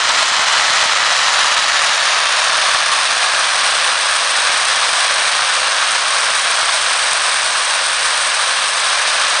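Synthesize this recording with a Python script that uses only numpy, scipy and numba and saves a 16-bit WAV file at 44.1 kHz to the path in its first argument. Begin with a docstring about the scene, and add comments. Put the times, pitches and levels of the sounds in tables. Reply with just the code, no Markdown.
"""Huge strings of firecrackers

Hanging strings of firecrackers burn on an open field: thousands of random clicks a second merge into a roar.
A few louder bangs, each a low overload thump with a crack of noise, stand out early on; the overload's dull
thudding, made of random pulses, and a rumble lie below. The hand-held camera turns, which shifts the short
reflections and a treble notch in the sound of the strings. Its small microphone cuts their bass, and its
input overloads a little, more on one side of the wave."""
import sys
import numpy as np
from scipy import signal
from scipy.fft import rfft, irfft
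from scipy.io import wavfile
from numba import njit

SR = 44100
rng = np.random.default_rng(int(sys.argv[2]) if len(sys.argv) > 2 else 0)


def unload_audio(sound):
    """Save the sound as a 16-bit wav file, at the path given as the first command line argument."""
    columns = np.transpose(np.atleast_2d(sound))
    # keep every value between -1 and 1, then stretch to whole-number steps
    steps = np.round(np.clip(columns, -1, 1) * 32767)
    wavfile.write(sys.argv[1], SR, steps.astype(np.int16))


N = 414540
TIME = np.arange(N) / SR  # seconds


def gain_of(db):
    """Turns decibels into a pressure factor."""
    return 10 ** (np.asarray(db) / 20)


def evened(x):
    """Scales a sound to an average strength (rms) of 1."""
    return x / np.sqrt(np.mean(x ** 2) + 1e-20)


def curve(rows):
    """Joins the values of a table by straight lines in time."""
    times_s, values = np.transpose(rows)
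    return np.interp(TIME, times_s, values)


def add(mix, start_s, sound):
    """Lays a sound into the mix at a given time."""
    start = max(round(start_s * SR), 0)
    part = mix[start:][:len(sound)]
    part += sound[:len(part)]


def wander(rate_hz):
    """Makes a random curve of rms 1; changes faster than the given rate are weakened."""
    spectrum = rfft(rng.standard_normal(N))
    freq_hz = np.fft.rfftfreq(N, 1 / SR)
    return evened(irfft(spectrum / (1 + (freq_hz / rate_hz) ** 2), N))


def colour(x, points, size=2048):
    """Filters to a given spectrum without sounding ahead, so that clicks keep their sharp front."""
    pitch_hz, level_db = np.transpose(points)
    freq_hz = abs(np.fft.fftfreq(size, 1 / SR))
    log_gain = np.log(gain_of(np.interp(np.log(freq_hz + 1), np.log(pitch_hz), level_db)))
    # the Hilbert transform gives the phase that puts the energy as early as possible
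    taps = np.fft.ifft(np.exp(np.conj(signal.hilbert(log_gain)))).real
    return signal.oaconvolve(x, taps[:size // 2])[:len(x)]


def cut(x, edge_hz, kind, order=2):
    """Keeps what lies above ("high") or below ("low") the edge."""
    sections = signal.butter(order, min(edge_hz, SR / 2 - 1), kind, fs=SR, output="sos")
    return signal.sosfilt(sections, x)


@njit
def smooth(x, keep):
    """Smooths with a one-step memory that may change from sample to sample."""
    out = x.copy()
    for i in range(1, len(x)):
        out[i] = keep[i] * out[i - 1] + (1 - keep[i]) * x[i]
    return out


def resonate(x, centre_hz, width_hz):
    """Picks out a band with gain 1 at a centre that may move: shift it to 0 Hz, smooth, shift back."""
    spin = np.exp(2j * np.pi * np.cumsum(centre_hz) / SR)
    keep = np.exp(-np.pi * abs(width_hz) / SR)
    return 2 * (spin * smooth(x / spin, keep)).real


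def random_pulses(per_s, spread_db, clumping, clump_hz, suction=0.57, shortest_s=.0002, longest_s=.002):
    """Pulses of uneven size at random moments, in clumps, as a fuse fires crackers."""
    rate_per_s = per_s * np.exp(clumping * wander(clump_hz))
    size = gain_of(spread_db * np.clip(rng.standard_normal(N), -2, 2))
    fronts = size * (rng.random(N) < rate_per_s / SR)
    # suction follows each front after its own delay, so that cracks differ in colour
    delay = SR * (shortest_s + (longest_s - shortest_s) * rng.random(N))
    arrival = np.arange(N) + delay.astype(int)
    waves = fronts - suction * np.bincount(arrival, fronts)[:N]
    return evened(waves - waves.mean())


# Colour of the overload's low thudding: pitch_hz [Hz], level_db [dB per Hz, relative]
THUD_COLOUR = [(25, -14), (60, -11), (130, -1.5), (185, -9), (260, 1.5), (350, 3.5), (600, -15),
               (2000, -52.5)]
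# Level of the deep rumble, which swells late: time_s [s], level_db [dB]
RUMBLE_LEVEL = [(0, -62), (1.5, -69), (3.8, -59.5), (5.8, -61), (7.9, -53.5), (9.4, -60)]
# Thudding: settled level [dB], extra level at the start [dB], time in which the extra drops away [s]
THUD_DB, THUD_EARLY_DB, THUD_FADE_S = -52.5, 4.5, 1.0


def low_end(rumble_hz=65):
    """Dull low thudding of the overloaded input, heavier at first, as random pulses over low-passed noise."""
    pulses = random_pulses(per_s=2200, spread_db=4, clumping=0.27, clump_hz=10, suction=0)
    thudding = evened(colour(pulses, THUD_COLOUR))
    rumble = evened(cut(rng.standard_normal(N), rumble_hz, "low"))
    thud_db = THUD_DB + THUD_EARLY_DB * np.exp(-(TIME / THUD_FADE_S) ** 2)
    return gain_of(thud_db) * thudding + gain_of(curve(RUMBLE_LEVEL)) * rumble


# Colour of a crack, in the bangs and in the strings: pitch_hz [Hz], level_db [dB per Hz, relative]
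CRACK_COLOUR = [(500, -3.5), (680, -6), (880, -5.5), (1100, 0.5), (1350, -1), (1700, -0.3), (2000, -4),
                (2800, -4.5), (3900, -4), (4800, -6.5), (6000, -8.5), (7200, -10.5), (9300, -6),
                (9900, -20)]
# The loudest bangs: time_s [s], thump_peak_db [dB, peak of the low thump]
LOUD_BANGS = [(0.166, -35), (0.32, -32), (0.394, -25), (0.569, -34), (0.593, -33), (0.704, -27),
              (0.734, -32), (0.859, -26)]


def bangs(thump_s=0.00039, crack_boost_db=17, crack_fade_s=0.0013, size=1024):
    """Loudest bangs: a low thump of the overloaded input, swinging back, with a brief crack of noise."""
    out, t = np.zeros(N), np.arange(size) / SR
    thump = cut((1 - t / thump_s / 2) * np.exp(-t / thump_s / 2), 400, "low")
    thump = thump / thump.max()
    for time_s, thump_peak_db in LOUD_BANGS:
        noise = rng.standard_normal(size) * np.exp(-t / crack_fade_s)
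        crack = cut(colour(noise, CRACK_COLOUR), 500, "high", order=4)
        bang = thump + gain_of(crack_boost_db) * crack
        add(out, time_s - .0012, gain_of(thump_peak_db) * bang)  # begins a little ahead of its table time
    return out


def field(x, t60_s):
    """Ground and trees scatter each crack into a diffuse, dull tail: noise that follows a fading power."""
    keep = np.exp(-np.log(10 ** 6) / (t60_s * SR))  # the power falls by 60 dB in t60_s
    power = signal.lfilter([1 - keep], [1, -keep], x ** 2, zi=[np.mean(x ** 2)])[0]
    return evened(cut(np.sqrt(power) * rng.standard_normal(N), 11000, "low", order=1))


def flicker(x, depth_db=1.74, rate_hz=110, above_hz=6000):
    """The treble flickers quickly: its level wanders at random."""
    freq_hz = np.fft.rfftfreq(N, 1 / SR) + 1  # 1 Hz added to avoid dividing by zero
    treble = irfft(rfft(x) / (1 + (above_hz / freq_hz) ** 10), N)
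    return x + (gain_of(depth_db * wander(rate_hz)) - 1) * treble


# The camera swings round once, then settles: time_s [s], turn [0-1]
CAMERA_TURN = [(0, 0.02), (1, 0.08), (3, 0.7), (5.8, 1)]
# Reflections close to the microphone: delay_before_s [s], delay_after_s [s] (the turn),
# share_before, share_after [share of the direct pressure; negative is upside down]
NEAR_REFLECTIONS = [(0.00095, 0.001267, 0.11, 0.037), (0.001806, 0.0023, -0.085, -0.039),
                    (0.00147, 0.001796, 0.057, 0.037), (0.0031, 0.0031, 0.068, -0.0058),
                    (0.00079, 0.00081, -0.03, 0.036)]
# Level of the top treble, around 8700 Hz: time_s [s], level_db [dB]
TREBLE_LEVEL = [(0, -5), (2, -5.5), (4.3, -2), (5.8, -3), (7, 0), (8.3, 1), (9.4, -4)]
# The turn slides a treble notch down; the slide is over at this share of the turn
NOTCH_FROM_HZ, NOTCH_TO_HZ, NOTCH_SETTLED = 9150, 7190, 0.74


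def camera_body(x):
    """Short reflections and a treble notch slide as the camera turns; the microphone passes little bass."""
    turn, heard = curve(CAMERA_TURN), x.copy()
    for delay_before_s, delay_after_s, share_before, share_after in NEAR_REFLECTIONS:
        delay_s = delay_before_s + (delay_after_s - delay_before_s) * turn
        share = share_before + (share_after - share_before) * turn
        heard += share * np.interp(TIME - delay_s, TIME, x)
    notch_hz = np.interp(turn, [0, NOTCH_SETTLED], [NOTCH_FROM_HZ, NOTCH_TO_HZ])
    notch_width_hz = 2200 - 1100 * np.clip(turn, 0, 1)  # narrows over the whole turn
    heard -= 0.49 * resonate(heard, notch_hz, notch_width_hz)  # about halves the pressure at its centre
    top_treble = resonate(heard, np.full(N, 8700), np.full(N, 3000))
    heard += (gain_of(curve(TREBLE_LEVEL)) - 1) * top_treble
    return cut(heard, 557, "high", order=7)


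# How hard the strings burn, a slow ebb with a late flare: time_s [s], level_db [dB]
BLAZE_LEVEL = [(0, -14.5), (0.15, -13.8), (1, -13), (2.6, -14), (3.1, -14.5), (3.6, -14), (4.1, -14.7),
               (4.9, -14), (6, -14.5), (6.7, -14.5), (8.4, -15.5), (8.78, -15), (8.92, -14), (9.4, -14)]
# Strength of the near string's sharp cracks against the roar: time_s [s], level_db [dB]
SHARP_LEVEL = [(0, 3.5), (2, 3), (4, 1.5), (6, 1), (8, -1.5), (9.4, 1.5)]
# The fuses race and stall at random: typical depth [dB], rate above which the changes weaken [Hz]
SURGE_DB, SURGE_HZ = 0.24, 14


def strings():
    """Sharp cracks of the near string over the roar of the farther ones and the field's echo."""
    near = random_pulses(per_s=1700, spread_db=2.5, clumping=.2, clump_hz=50.0)
    far = random_pulses(per_s=6000, spread_db=3, clumping=.1, clump_hz=39.8)
    echo = field(near + far, t60_s=0.87)
    roar = evened(far + gain_of(-2) * echo)
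    cracks = colour(roar + gain_of(curve(SHARP_LEVEL)) * near, CRACK_COLOUR)
    heard = evened(camera_body(flicker(cracks)))
    level_db = curve(BLAZE_LEVEL) + SURGE_DB * wander(SURGE_HZ)
    return gain_of(level_db) * heard


def scene():
    """Adds up the low end, the bangs and the strings, in one channel."""
    return (low_end() + bangs() + strings())[None]


def record(dry, lopsided=0.18, ceiling=.65, edge_hz=10100):
    """The input rounds off the peaks and squeezes the positive side of the wave; then the treble is cut off."""
    bent = dry / (1 + (dry / ceiling) ** 6) ** (1 / 6)
    squeeze = lopsided * bent ** 2
    bent = bent - cut(squeeze - squeeze.mean(), 28, "high", order=1)
    lowpass = signal.firwin(701, edge_hz, window=("kaiser", 9), fs=SR)
    return signal.oaconvolve(bent, lowpass[None], "same")


dry = scene()
out = record(dry)
unload_audio(out)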